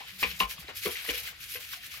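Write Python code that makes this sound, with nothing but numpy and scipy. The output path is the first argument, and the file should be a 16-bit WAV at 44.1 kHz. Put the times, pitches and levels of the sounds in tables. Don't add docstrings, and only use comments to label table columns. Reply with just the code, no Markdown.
import sys
import numpy as np
from scipy import signal
from scipy.fft import rfft, irfft, next_fast_len
from scipy.io import wavfile

SR = 44100
rng = np.random.default_rng(int(sys.argv[2]) if len(sys.argv) > 2 else 0)


def materialize(psi):
    bounded = np.clip(np.atleast_2d(psi).T, -1, 1)
    quanta = np.round(bounded * 32767).astype(np.int16)
    wavfile.write(sys.argv[1], SR, quanta)


def rack_gain(trim_db):
    fader = np.asarray(trim_db, float)
    return 10 ** (fader / 20)


N = 88200

# pitch_hz, level_db
STEADY_SPECTRUM = [(20, -20), (58, 3), (120, -4.5), (200, -10.5), (400, -20.5), (900, -26), (1500, -8.5),
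                   (2600, -2.5), (5500, -11), (7800, -23), (12000, -20.5), (15000, -21)]
# start_s, level_db, pitch_hz, length_cycles
THUMPS = [(.12, -61, 187.5, 160), (.24, -49, 183.5, 60), (.26, -40.5, 65, 15.3), (0.329, -47.5, 176, 29),
          (0.41, -39, 187.4, 25.7), (0.43, -33, 52, 8.4), (0.588, -39.5, 160, 8.9), (.62, -44, 63.5, 8.9),
          (0.644, -41.5, 313, 5.8), (.76, -56.5, 97.4, 40), (0.861, -45.5, 83.4, 14),
          (0.862, -32, 191, 11.4), (.862, -35, 335, 18), (.89, -47, 260, 17.5), (1.099, -44.5, 56.4, 15.4),
          (1.229, -51, 57.4, 11)]
# time_s, level_db
WASH = [(0, -58), (.1, -69), (.3, -65.5), (.56, -60.5), (.76, -70), (.82, -86), (.9, -61), (1.02, -64),
        (1.15, -59.5), (1.33, -64), (1.38, -82), (1.53, -78), (1.6, -61), (1.7, -80), (1.78, -75), (2, -68)]
# start_s, level_db, pitch_hz, length_cycles
DROPS = [(.006, -41, 810, 35), (.02, -37, 980, 13), (.581, -40.5, 1120, 19), (.861, -29, 1133, 23),
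         (1.049, -39, 1140, 17), (1.049, -44.5, 780, 15), (1.285, -38, 1540, 26), (1.733, -39, 1135, 25),
         (1.734, -32.5, 1530, 18), (1.745, -48, 710, 11), (1.77, -55, 710, 39), (1.941, -43, 1165, 30)]
# start_s, level_db, pitch_hz, length_cycles
TICKS = [(.229, -33.5, 1044, 133), (0.2264, -29.5, 1160, 22), (0.2386, -18, 2510, 21),
         (.306, -38, 4250, 99), (0.4028, -6.5, 2570, 11), (.4023, -17.5, 3900, 25), (0.4055, -17, 2740, 24),
         (0.411, -27, 3060, 26), (.4225, -25, 2290, 17), (0.434, -19, 2800, 16), (0.506, -42, 2160, 20),
         (.6815, -34.5, 3970, 28), (.683, -34, 2190, 20), (.835, -33, 2260, 39), (.861, -31, 434, 19),
         (.8587, -25.5, 2120, 30), (0.86, -24, 3220, 26), (.8685, -21.5, 2290, 19), (.909, -32, 3130, 27),
         (0.922, -31.5, 2540, 20), (.9545, -32.5, 2040, 43), (1.063, -33, 1950, 25),
         (1.0908, -23.5, 2800, 38), (1.0897, -21, 1950, 16.4), (1.0982, -17, 3250, 12.4),
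         (1.1013, -27, 4260, 20), (1.117, -34, 2520, 16), (1.139, -39, 486, 21), (1.2753, -32, 2090, 32),
         (1.553, -42, 484, 31), (1.547, -31, 2960, 19), (1.5568, -33, 2570, 41), (1.558, -36, 2040, 39),
         (1.559, -38, 1580, 29), (1.572, -26.5, 2740, 15), (1.729, -30, 3640, 25), (1.8371, -38, 1840, 24)]
# start_s, length_s, level_db
SCUFFS = [
    (0.687, 0.029, -44),
    (0.868, 0.03, -42),
]
# start_s, contact_s, level_db
GLANCES = [
    (0.2243, 0.0075, -23.5),
    (.2298, 0.0045, -22),
    (0.2387, 0.0017, -24),
]
# start_s, contact_s, ring_db, clack_db, hollow_db
KNOCKS = [(.005, 0.0078, -49.5, -57, -62), (0.226, 0.01, -33, -30, -44), (0.241, 0.0025, -44, -35, -38.5),
          (0.311, 0.0062, -62, -50, -59), (0.402, 0.0011, -35.5, -28, -54), (.404, 0.0067, -23, -49, -38),
          (0.428, 0.0031, -33.5, -39, -42), (0.682, 0.018, -73, -48, -70), (0.833, 0.0099, -74, -56, -82),
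          (0.851, 0.021, -56, -45, -33), (.885, 0.019, -66, -48, -50), (1.063, 0.0035, -58, -56, -80),
          (1.08, 0.025, -42.5, -36, -32.5), (1.14, .012, -71, -57, -46), (1.548, 0.018, -51.5, -49, -48),
          (1.731, 0.01, -72, -43.5, -78)]
# pitch_hz, level_db, t60_s
RING_MODES = [(782, -10, .12), (1032, -9, .09), (1046, -3, .15), (1075, -11, .06), (1164, -6, .1),
              (1437, -12, .06)]
# pitch_hz, level_db, t60_s
CLACK_MODES = [(2054, -7, .06), (2192, -5, .06), (2292, -2, .08), (2425, 0, .07), (2558, -4, .07),
               (2690, -3, .05), (2884, -3, .1), (3160, -7, .06), (3540, -11, .05), (3755, -13, .04),
               (4050, -11, .03), (4550, -19, .03)]
# pitch_hz, level_db, t60_s
HOLLOW_MODES = [(190, -22, .1), (340, -22, .05), (445, -9, .04), (478, 0, .065), (510, -11, .04)]
# low_hz, high_hz, level_db, decay_s
ROUGH_TAILS = [
    (600, 1900, -15, .016),
    (1500, 4500, -3, .016),
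    (420, 600, -17, .012),
]
# middle_s, half_length_s, hiss_db, scrape_db
STROKES = [(0.005, 0.029, -58, -47), (0.085, 0.028, -53.5, -45.5), (0.143, 0.036, -52, -55),
           (0.214, 0.02, -38.5, -43.5), (0.28, 0.038, -45, -38.5), (0.367, 0.017, -48, -52),
           (0.404, 0.01, -36, -43.5), (0.427, 0.018, -44, -35.5), (0.513, 0.022, -40, -41),
           (0.609, 0.016, -48, -54.5), (0.634, .03, -60, -56), (0.691, 0.015, -56, -44),
           (0.778, 0.02, -38.5, -43), (0.852, 0.026, -35.5, -37.5), (0.92, 0.021, -39.5, -40),
           (0.975, 0.028, -45.5, -40), (1.06, 0.04, -44, -41.5), (1.095, 0.026, -42.5, -39.5),
           (1.164, 0.04, -41.5, -38), (1.209, 0.048, -42.5, -45), (1.273, 0.027, -44.5, -42),
           (1.43, 0.029, -43.5, -44), (1.526, 0.045, -42, -45), (1.635, 0.046, -46.5, -45.5),
           (1.726, 0.032, -42.5, -43.5), (1.851, 0.032, -48, -46), (1.945, 0.036, -46, -44.5)]
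# pitch_hz, level_db (per Hz)
HISS_SPECTRUM = [(2350, -13), (4000, -3), (5510, -2.5), (8040, -10.5), (9880, -11), (10700, 0.5),
                 (12300, -1.5), (13900, -7.5), (15700, -8.5)]
# pitch_hz, level_db (per Hz)
SCRAPE_SPECTRUM = [(530, -46), (900, -14), (1190, -12), (1850, -3.5), (2070, -2), (2240, 1), (2820, 0),
                   (3400, -1.5), (7000, -19), (9100, -37), (15400, -120)]
# pitch_hz, likeness (0 to 1)
LIKENESS = [(60, .94), (300, .93), (1000, .6), (2500, .4), (4500, .1), (8000, .76), (13000, .7)]
# pitch_hz, lead_rad
PORT_LEAD = [(300, 0.0), (520, .1), (950, 1.6), (1550, 1.3), (2300, 1.5), (3500, 1.4), (6500, -1.0),
             (8000, .0)]
# pitch_hz, level_db
PORT_LEAN = [(60, 2), (180, -2.5), (550, 1.5), (1650, 6.5), (4970, -0.5), (15000, 1.5)]


def rms_one(x):
    return x / np.sqrt(np.mean(x ** 2) + 1e-20)


def at_hz(points, hz):
    table_hz, value = np.transpose(points)
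    return np.interp(np.log(hz + 1), np.log(table_hz + 1), value)


def band_pass(x, low_hz, high_hz, order=2):
    return signal.sosfilt(signal.butter(order, [low_hz, high_hz], "band", fs=SR, output="sos"), x)


def high_pass(x, cut_hz, order):
    return signal.sosfilt(signal.butter(order, cut_hz, "high", fs=SR, output="sos"), x)


def drift(rate_hz):
    r = np.exp(-80 * np.pi * rate_hz / SR)
    noise = rng.standard_normal(N // 40 + 2002)
    slow = signal.lfilter([1], [1, -2 * r, r * r], noise)[2000:]
    return np.interp(np.arange(N) / 40, np.arange(len(slow)), rms_one(slow))


def ring(x, hz, t60):
    r, w = rack_gain(-60 / (t60 * SR)), 2 * np.pi * hz / SR
    return signal.lfilter([0, np.sin(w)], [1, -2 * r * np.cos(w), r * r], x + 1e-18)


def coloured(source, spectrum, patchy_db, step):
    out = 0
    edges = spectrum[0][0] * 2 ** np.arange(0, 11, step)
    edges = edges[edges < min(spectrum[-1][0] * 2 ** step, 19000)]
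    for k, (low, high) in enumerate(zip(edges, edges[1:])):
        hz = np.sqrt(low * high)
        mid, side = band_pass(source[k % 2], low, high)
        alike = np.clip(at_hz(LIKENESS, hz), 0, 1)
        gain = rack_gain(at_hz(spectrum, hz) + patchy_db * drift(17.0))
        out = out + gain * (np.sqrt(1 + alike) * mid + np.sqrt(1 - alike) * side * [[1], [-1]])
    return rms_one(out)


def blips(rows, rise):
    out = np.zeros(N)
    for s, db, hz, cycles in rows:
        span = slice(int(s * SR), min(int((s + 2 * cycles / hz) * SR), N))
        turns = np.maximum(np.arange(span.start, span.stop) / SR - s, 0) * hz
        shape = (1 - np.exp(-turns / 1.28)) * rack_gain(-60 * turns / cycles)
        bend = 1 + rise * np.minimum(turns / cycles, 1)
        out[span] += 2 * rack_gain(db) * shape * np.sin(2 * np.pi * turns * bend)
    return out


def bathroom(x):
    t60_s, wall_cut_hz = 0.18, 2800
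    size = next_fast_len(N + SR)
    w = 2 * np.pi * np.arange(size // 2 + 1) / size
    out = np.zeros((2, len(w)), complex)
    dull = 1 / (1 + 1j * w * SR / (2 * np.pi * wall_cut_hz))
    for k, lag in enumerate(rng.uniform(.008, .03, 16) * SR):
        loop = rack_gain(-60 * lag / SR / t60_s) * dull * np.exp(-1j * w * lag)
        out[k % 2] += (-1) ** (k // 2) * loop / (1 - loop)
    return irfft(out * rfft(x, size), size)[:, :N]


def steady_noise():
    noise = rng.standard_normal((2, 2, N))
    return rack_gain(-50.5) * coloured(noise, STEADY_SPECTRUM, patchy_db=2.2, step=.5)


def floor_thumps():
    return blips(THUMPS, rise=0)


def wash():
    s, db = np.transpose(WASH)
    noise = rng.standard_normal(N) + 0.66 * rng.standard_normal((2, N))
    lapping = band_pass(noise, 454, 1260, order=3)
    level_db = np.interp(np.arange(N) / SR, s, db) + 2.8 * drift(19.0)
    return rack_gain(level_db) * rms_one(lapping)


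def drops():
    return blips(DROPS, rise=0.037)


def ticks():
    return blips(TICKS, rise=0)


def scuffs():
    s, length, db = np.transpose(SCUFFS)[:, :, None]
    since = np.arange(N) / SR - s
    shape = np.sum(rack_gain(db) * (since > 0) * np.exp(-np.abs(since / length) ** 4), axis=0)
    return shape * rms_one(band_pass(rng.standard_normal(N), 300, 1800))


def glances():
    contacts = np.zeros(N)
    for s, length, db in GLANCES:
        rattle = rng.standard_normal(SR // 50) * (np.arange(SR // 50) < length * SR)
        start = int(s * SR)
        contacts[start:start + len(rattle)] += rack_gain(db) * rattle / np.sqrt(length * SR)
    out = np.zeros(N)
    for hz, db, t60 in CLACK_MODES[1:5]:
        rung = ring(contacts, hz, t60)
        out += rack_gain(db + GLANCES[-1][2]) * rung / np.abs(rung).max()
    return out


def knocks():
    mode_luck_db, crack_db, crack_s = 2, 5, 0.00067
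    out, t = np.zeros(N + SR), np.arange(SR // 3) / SR
    for s, length, *levels_db in KNOCKS:
        attack = np.minimum(t / length, 1)
        since = np.maximum(t - length, 0)
        contact = rng.standard_normal(len(t)) * np.sin(np.pi * attack)
        crack = rng.standard_normal(len(t)) * attack * np.exp(-since / crack_s)
        sound = rack_gain(levels_db[1] + crack_db) * band_pass(crack, 1600, 4500)
        families = zip((RING_MODES, CLACK_MODES, HOLLOW_MODES), levels_db, ROUGH_TAILS)
        for modes, level_db, (low, high, rough_db, decay) in families:
            rough = rms_one(band_pass(rng.standard_normal(len(t)), low, high))
            sound += rack_gain(level_db + rough_db) * rough * attack * np.exp(-since / decay)
            for hz, db, t60 in modes:
                rung = ring(ring(contact, hz, t60 / 8), hz, t60)
                luck_db = mode_luck_db * rng.standard_normal()
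                sound += rack_gain(level_db + db + luck_db) * rung / np.abs(rung).max()
        start = int(s * SR)
        out[start:start + len(t)] += sound
    return high_pass(out[:N], 170, order=2)


def flicks():
    flicks_per_s, spread_db = 6500, -1.5
    shape = (2, 2, N)
    let_go = rng.random(shape) < flicks_per_s / SR
    size = rack_gain(spread_db * np.minimum(rng.exponential(1, shape), 4))
    return let_go * rng.standard_normal(shape) * size


def brush():
    edge_db = 5
    rise_share = 0.87
    judder_db, judder_hz = 1.62, 35
    s, half, hiss_db, scrape_db = np.transpose(STROKES)[:, :, None]
    away = (np.arange(N) / SR - s) / half
    swell_db = -edge_db * np.where(away < 0, away / rise_share, away * rise_share) ** 2
    hiss = np.sqrt(np.sum(rack_gain(hiss_db + swell_db) ** 2, axis=0))
    scrape = np.sqrt(np.sum(rack_gain(scrape_db + swell_db) ** 2, axis=0))
    grains = flicks()
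    glaze = sum(rack_gain(db) * ring(grains[0], hz, 0.11) for hz, db, _ in CLACK_MODES)
    body = coloured(grains, SCRAPE_SPECTRUM[:-1], patchy_db=0.47, step=1 / 3)
    body = high_pass(body + rack_gain(-10) * rms_one(glaze), 1150, order=4)
    tips = coloured(flicks(), HISS_SPECTRUM, patchy_db=2.0, step=1 / 4)
    return rack_gain(judder_db * drift(judder_hz)) * (hiss * tips + scrape * body)


def scene():
    hits = drops() + ticks() + scuffs() + glances() + knocks()
    background = steady_noise() + floor_thumps() + wash()
    return background + rack_gain(-10.5) * bathroom(hits) + hits + brush()


def roll_off(x):
    return signal.sosfilt(signal.butter(12, 15860, fs=SR, output="sos"), x)


def record(dry):
    size = next_fast_len(N + SR // 10)
    hz = np.arange(size // 2 + 1) * SR / size
    half_difference = rack_gain(at_hz(PORT_LEAN, hz) / 2) * np.exp(.5j * at_hz(PORT_LEAD, hz))
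    ports = half_difference ** np.array([[1], [-1]])
    mix = irfft(rfft(dry, size) * ports * (hz < 15865), size)[:, :N]
    return roll_off(mix)


dry = scene()
out = record(dry)
materialize(out)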